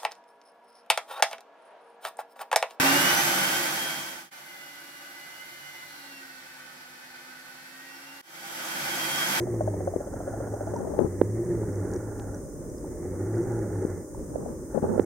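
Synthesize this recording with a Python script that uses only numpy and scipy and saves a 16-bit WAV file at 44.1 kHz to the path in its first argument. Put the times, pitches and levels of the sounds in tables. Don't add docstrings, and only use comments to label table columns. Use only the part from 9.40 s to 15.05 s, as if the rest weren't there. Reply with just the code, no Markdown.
import sys
import numpy as np
from scipy import signal
from scipy.fft import rfft, irfft
from scipy.io import wavfile

SR = 44100
rng = np.random.default_rng(int(sys.argv[2]) if len(sys.argv) > 2 else 0)


def wrap_up_sound(samples):
    columns = np.atleast_2d(samples).T
    tamed = np.clip(columns, -1, 1)
    steps = np.round(tamed * 32767).astype(np.int16)
    wavfile.write(sys.argv[1], SR, steps)


N = 249165
TIME_S = np.arange(N) / SR
RING_S = TIME_S[:SR // 8]
FREQ_HZ = np.maximum(np.arange(N // 2 + 1) * SR / N, 1)


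def undb(db):
    return 10 ** (np.asarray(db) / 20)


def unit(x):
    return x / np.sqrt(np.mean(x ** 2))


def pan(db):
    gains = undb(np.array([[db], [-db]]) / 2)
    return gains / gains.mean()


def add(out, at_s, sound):
    start = max(int(at_s * SR), 0)
    part = out[:, start:start + sound.shape[-1]]
    part += sound[..., :part.shape[1]]


def walk(rate_hz):
    return unit(irfft(rfft(rng.standard_normal(N)) / (1 + (FREQ_HZ / rate_hz) ** 4), N))


def colour(points):
    hz, db = np.transpose(points)
    return undb(np.interp(np.log(FREQ_HZ), np.log(hz), db))


def resonance(hz, width_hz):
    return 1 / (1 + 1j * (FREQ_HZ ** 2 - hz ** 2) / (FREQ_HZ * width_hz)) ** 2


def muffle(cutoff_hz):
    return 1 / np.sqrt(1 + (FREQ_HZ / cutoff_hz) ** 30)


def stereo_noise(gain, side_gain, balance=1):
    mid, side = rfft(rng.standard_normal((2, N))) * np.array([gain, gain * side_gain])
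    return unit(irfft(np.array([(mid + side) * balance ** .5, (mid - side) / balance ** .5]), N))


def crackle(rate_hz, spread_db, response):
    jolts = (rng.random(N) < rate_hz / SR) * rng.choice([-1, 1], N)
    sizes = undb(spread_db * rng.standard_normal(N))
    return unit(irfft(rfft(jolts * sizes) * response, N))


def blip(hz, swell_s):
    return -(RING_S / swell_s * np.exp(1 - RING_S / swell_s)) ** 2 * np.sin(2 * np.pi * hz * RING_S)


def surge(period_s, top_s, top_hz, climb_s, coast_s, lead_s, switch_on_s, trail_s,
          hum_db, churn_db, churn_db_per_hz):
    idle_hz, switch_off_s = 77.87, .06
    boom_hz, boom_half_width_hz = 108.4, 12.5
    since_top_s = (TIME_S - top_s + period_s / 2) % period_s - period_s / 2
    glide_s = np.where(since_top_s < 0, climb_s, coast_s)
    rotor_hz = idle_hz + (top_hz - idle_hz) * np.exp(-abs(since_top_s) / glide_s)
    ramp = np.minimum((since_top_s + lead_s) / switch_on_s, (trail_s - since_top_s) / switch_off_s)
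    resting = 1 - np.clip(ramp, 0, 1)
    boom_db = -20 * np.log10(1 + ((rotor_hz - boom_hz) / boom_half_width_hz) ** 2)
    flow_db = churn_db_per_hz * (rotor_hz - top_hz)
    return rotor_hz, hum_db + boom_db - 30.5 * resting, churn_db + flow_db - 13.5 * resting


def pump(drive, orders, tank, wobble_rad, flutter_db, churn_flutter_db, cutoff_hz, pane_db, fizz_db):
    # (frequency [Hz], side minus mid [dB])
    side = [(110, -10), (400, -20.5), (750, -16.5), (2000, -12.5)]
    # (frequency [Hz], left minus right [dB])
    balance = [(110, -7), (380, 0.5), (700, -4.5), (1300, -4.5), (2400, -3.5)]
    pane_hz, pane_half_width_hz = 353.6, 18.2
    rotor_hz, hum_db, churn_db = drive
    phase = 2 * np.pi * np.cumsum(rotor_hz) / SR + wobble_rad * walk(13)
    hum = 0
    for k, db in orders:
        boost_db = pane_db / (1 + ((k * rotor_hz - pane_hz) / pane_half_width_hz) ** 2)
        hum += undb(db + boost_db + flutter_db * np.sqrt(k) * walk(13)) * np.sin(k * phase)
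    modes = np.sqrt(sum(abs(undb(db) * resonance(hz, width_hz)) ** 2 for hz, width_hz, db in tank))
    churn = stereo_noise(modes * muffle(cutoff_hz), colour(side), colour(balance))
    fizz = undb(fizz_db) * crackle(rate_hz=140, spread_db=6.5, response=resonance(6360, 2640) ** 2)
    water = (churn + fizz) * undb(churn_db + churn_flutter_db * walk(30))
    return np.sqrt(2) * hum * undb(hum_db) + water


def murmur():
    # (frequency [Hz], relative density [dB])
    spectrum = [(25, -24), (48, -5), (110, -8), (200, -12), (290, -5.5), (400, -10.5), (600, -13.5),
                (700, -32), (900, -32), (1150, -33), (1400, -40.5), (2000, -46.5), (2600, -61)]
    # (frequency [Hz], side minus mid [dB])
    side = [(60, -5), (200, -18), (380, -16), (700, -2.5), (2400, -1.5)]
    return stereo_noise(colour(spectrum), colour(side)) * undb(-38 + 1.2 * walk(5.2))


def hiss():
    # (frequency [Hz], relative density [dB])
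    spectrum = [(2600, -31), (3500, -38), (4200, -47.5), (4800, -12.5), (5600, -4.5), (6500, 2), (7500, -4),
                (8600, 3), (9300, 1.5), (10700, -10.5), (15800, -9.5)]
    return stereo_noise(colour(spectrum), side_gain=1) * undb(-53) * pan(-0.59)


def lens(step_hz=15, step_count=24, whine_hz=3192, burst_s=0.02):
    # (frequency [Hz], level [dB], t60 [s])
    barrel = [(602.5, 10, 0.052), (714, 6, 0.035), (1130, -14.5, 0.048), (1460, -11.5, 0.021)]
    # (time [s], level [dB])
    hard_steps = [(0.207, -12.5), (0.275, -16.5), (0.473, -14), (0.875, -20), (1.136, -21.5), (1.207, -20)]
    running = np.interp(TIME_S, [0, 1.2, 1.55, 1.6], [0.31, 0.61, 0.71, 0])
    out = stereo_noise(resonance(700, 300) * muffle(2000), 0.31) * undb(-43.5) * running
    gate = np.sin(np.pi * np.minimum(RING_S / burst_s, 1))
    phase = 2 * np.pi * whine_hz * RING_S
    whine = gate * (undb(-76) * np.sin(phase) + undb(-57.5) * np.sin(2 * phase))
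    steps_s = .003 + np.arange(step_count) / step_hz
    steps_db = -24.5 + 2 * rng.standard_normal(step_count)
    for at_s, db in hard_steps:
        nearest = np.argmin(abs(steps_s - at_s))
        steps_s[nearest], steps_db[nearest] = at_s, db
    skew_rad = np.array([[.6], [-.6]])
    for at_s, db in zip(steps_s, steps_db):
        ring = 0
        for hz, mode_db, t60_s in barrel:
            detuned_hz = hz * (1 + 0.056 * rng.standard_normal())
            decay = undb(mode_db - 60 * RING_S / t60_s)
            ring += decay * np.sin(2 * np.pi * detuned_hz * RING_S + skew_rad)
        ring *= 1 - np.exp(-(RING_S / 0.002) ** 2)
        add(out, at_s, undb(db - 2) * ring / abs(ring).max() * pan(1.6) + whine)
    return out


def knocks(thump_s=0.00514):
    # (time [s], level [dB], ring [Hz], left minus right [dB], relative crack [dB])
    hits = [(0.561, -15.5, 424, 17, -34), (1.590, -9.5, 475, 31, -13.5), (1.613, -13.5, 418, 27, -29),
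            (1.62, -14.5, 284, 26, -35), (1.645, -14, 240, 10, -32), (1.814, -5, 413, -7, -12),
            (4.449, -13, 320, 7.5, -42), (4.957, -19.5, 548, -28, -24), (5.060, -26, 590, 20, -28),
            (5.345, -19.5, 460, 23, -33), (5.375, -14, 503, 23.5, -22), (5.427, -14, 250, 10, -36),
            (5.440, -17.5, 520, -25, -28), (5.578, -16, 459, -26, -37), (5.595, -6, 398, -9.5, -12)]
    # (frequency [Hz], level [dB])
    spectrum = [(450, -25.5), (700, 0), (870, 5.5), (1150, -11), (1450, -7), (1950, -14), (2400, -24),
                (3900, -30), (4600, -38), (7000, -65)]
    thumps, clicks = np.zeros((2, 2, N))
    push = np.sin(np.pi * np.minimum(RING_S / thump_s, 1))
    tail = undb(-21) * blip(hz=365, swell_s=0.0036)
    for at_s, db, hz, pan_db, crack_db in hits:
        thump = tail - push * np.sin(2 * np.pi * hz * RING_S)
        add(thumps, at_s, undb(db) * thump * pan(pan_db))
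        add(clicks, at_s + thump_s / 4, undb(db + crack_db) * pan(pan_db))
    crack = colour(spectrum) / colour(spectrum).mean()
    return irfft(rfft(thumps) * muffle(2010) + rfft(clicks) * crack, N)


def rubs():
    # (start [s], end [s], level [dB], left minus right [dB])
    strokes = [(1.29, 1.63, -37.5, 6.5), (1.571, 1.674, -31, 19), (4.894, 5.15, -39.5, -0.5),
               (5.342, 5.4, -31, 29), (5.421, 5.47, -27.5, 4), (5.456, 5.619, -30, -6)]
    out = np.zeros((2, N))
    modes = resonance(400, 152) + undb(-9.5) * resonance(808, 126) + undb(-1) * resonance(206, 140)
    case = modes * muffle(1780)
    for start_s, end_s, db, pan_db in strokes:
        mid, side = (crackle(rate_hz=550, spread_db=4, response=case) for _ in range(2))
        window = np.sin(np.pi * np.clip((TIME_S - start_s) / (end_s - start_s), 0, 1)) ** .5
        out += (mid + undb(-1) * np.array([side, -side])) * window * undb(db) * pan(pan_db)
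    return out


def pops(faint_count=14):
    # (time [s], level [dB], pitch [Hz], swell [s])
    clear = [(1.356, -26.5, 930, 0.0056), (1.364, -35, 6000, 0.00054), (2.231, -34, 850, 0.0026),
             (2.537, -28, 6650, .00027), (2.562, -36.5, 5800, 0.00065), (2.798, -32.5, 2800, .00009),
             (2.945, -35.5, 5980, 0.0009), (3.443, -34.5, 850, 0.002), (4.746, -34, 900, 0.0019)]
    faint = [(at_s, -45 + 2 * rng.standard_normal(), 5770 * 2 ** (0.13 * rng.standard_normal()), 0.00089)
             for at_s in rng.random(faint_count) * N / SR]
    out = np.zeros((2, N))
    for at_s, db, hz, swell_s in list(clear) + faint:
        onset = 1 - np.exp(-(RING_S / swell_s) ** 2)
        add(out, at_s, undb(db) * blip(hz, swell_s) * onset)
    return out


def scene():
    # (multiple of rotor speed, level [dB])
    big_orders = [(1, 0), (2, -14), (3, -11.5), (4, -16.5), (5, -20.5)]
    small_orders = [(1, 0.5), (2, -15.5), (3, -10.5), (4, -13.5)]
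    # (frequency [Hz], width [Hz], level [dB])
    big_tank = [(174, 24, -0.5), (361.7, 79, 2.5), (489, 68, -8), (770, 370, -24), (1230, 210, -32.5),
                (1820, 650, -32)]
    small_tank = [(184, 130, -3.5), (386, 278, 4), (824, 70, -3), (1050, 270, -27), (1414, 197, -10),
                  (1674, 320, -18)]
    big_drive = surge(period_s=2, top_s=2.055, top_hz=122, climb_s=.32, coast_s=.44,
                      lead_s=.78, switch_on_s=.38, trail_s=.601,
                      hum_db=-31.5, churn_db=-34.2, churn_db_per_hz=.06)
    small_drive = surge(period_s=1.57, top_s=2.57, top_hz=110, climb_s=.48, coast_s=1.2,
                        lead_s=.433, switch_on_s=.05, trail_s=.45,
                        hum_db=-39, churn_db=-40, churn_db_per_hz=.2)
    big = pump(big_drive, big_orders, big_tank, wobble_rad=.09, flutter_db=1.5,
               churn_flutter_db=2, cutoff_hz=2216, pane_db=17, fizz_db=-35.5)
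    small = pump(small_drive, small_orders, small_tank, wobble_rad=.33, flutter_db=1,
                 churn_flutter_db=2.46, cutoff_hz=2140, pane_db=5, fizz_db=-27)
    camera = lens() + knocks() + rubs()
    return big + small + camera + murmur() + hiss() + pops()


def record(dry):
    fade_s, cutoff_hz = .005, 15800
    fade = np.minimum(np.minimum(TIME_S, TIME_S[::-1]) / fade_s, 1)
    return signal.sosfilt(signal.ellip(10, .2, 80, cutoff_hz, fs=SR, output="sos"), dry * fade)


dry = scene()
out = record(dry)
wrap_up_sound(out)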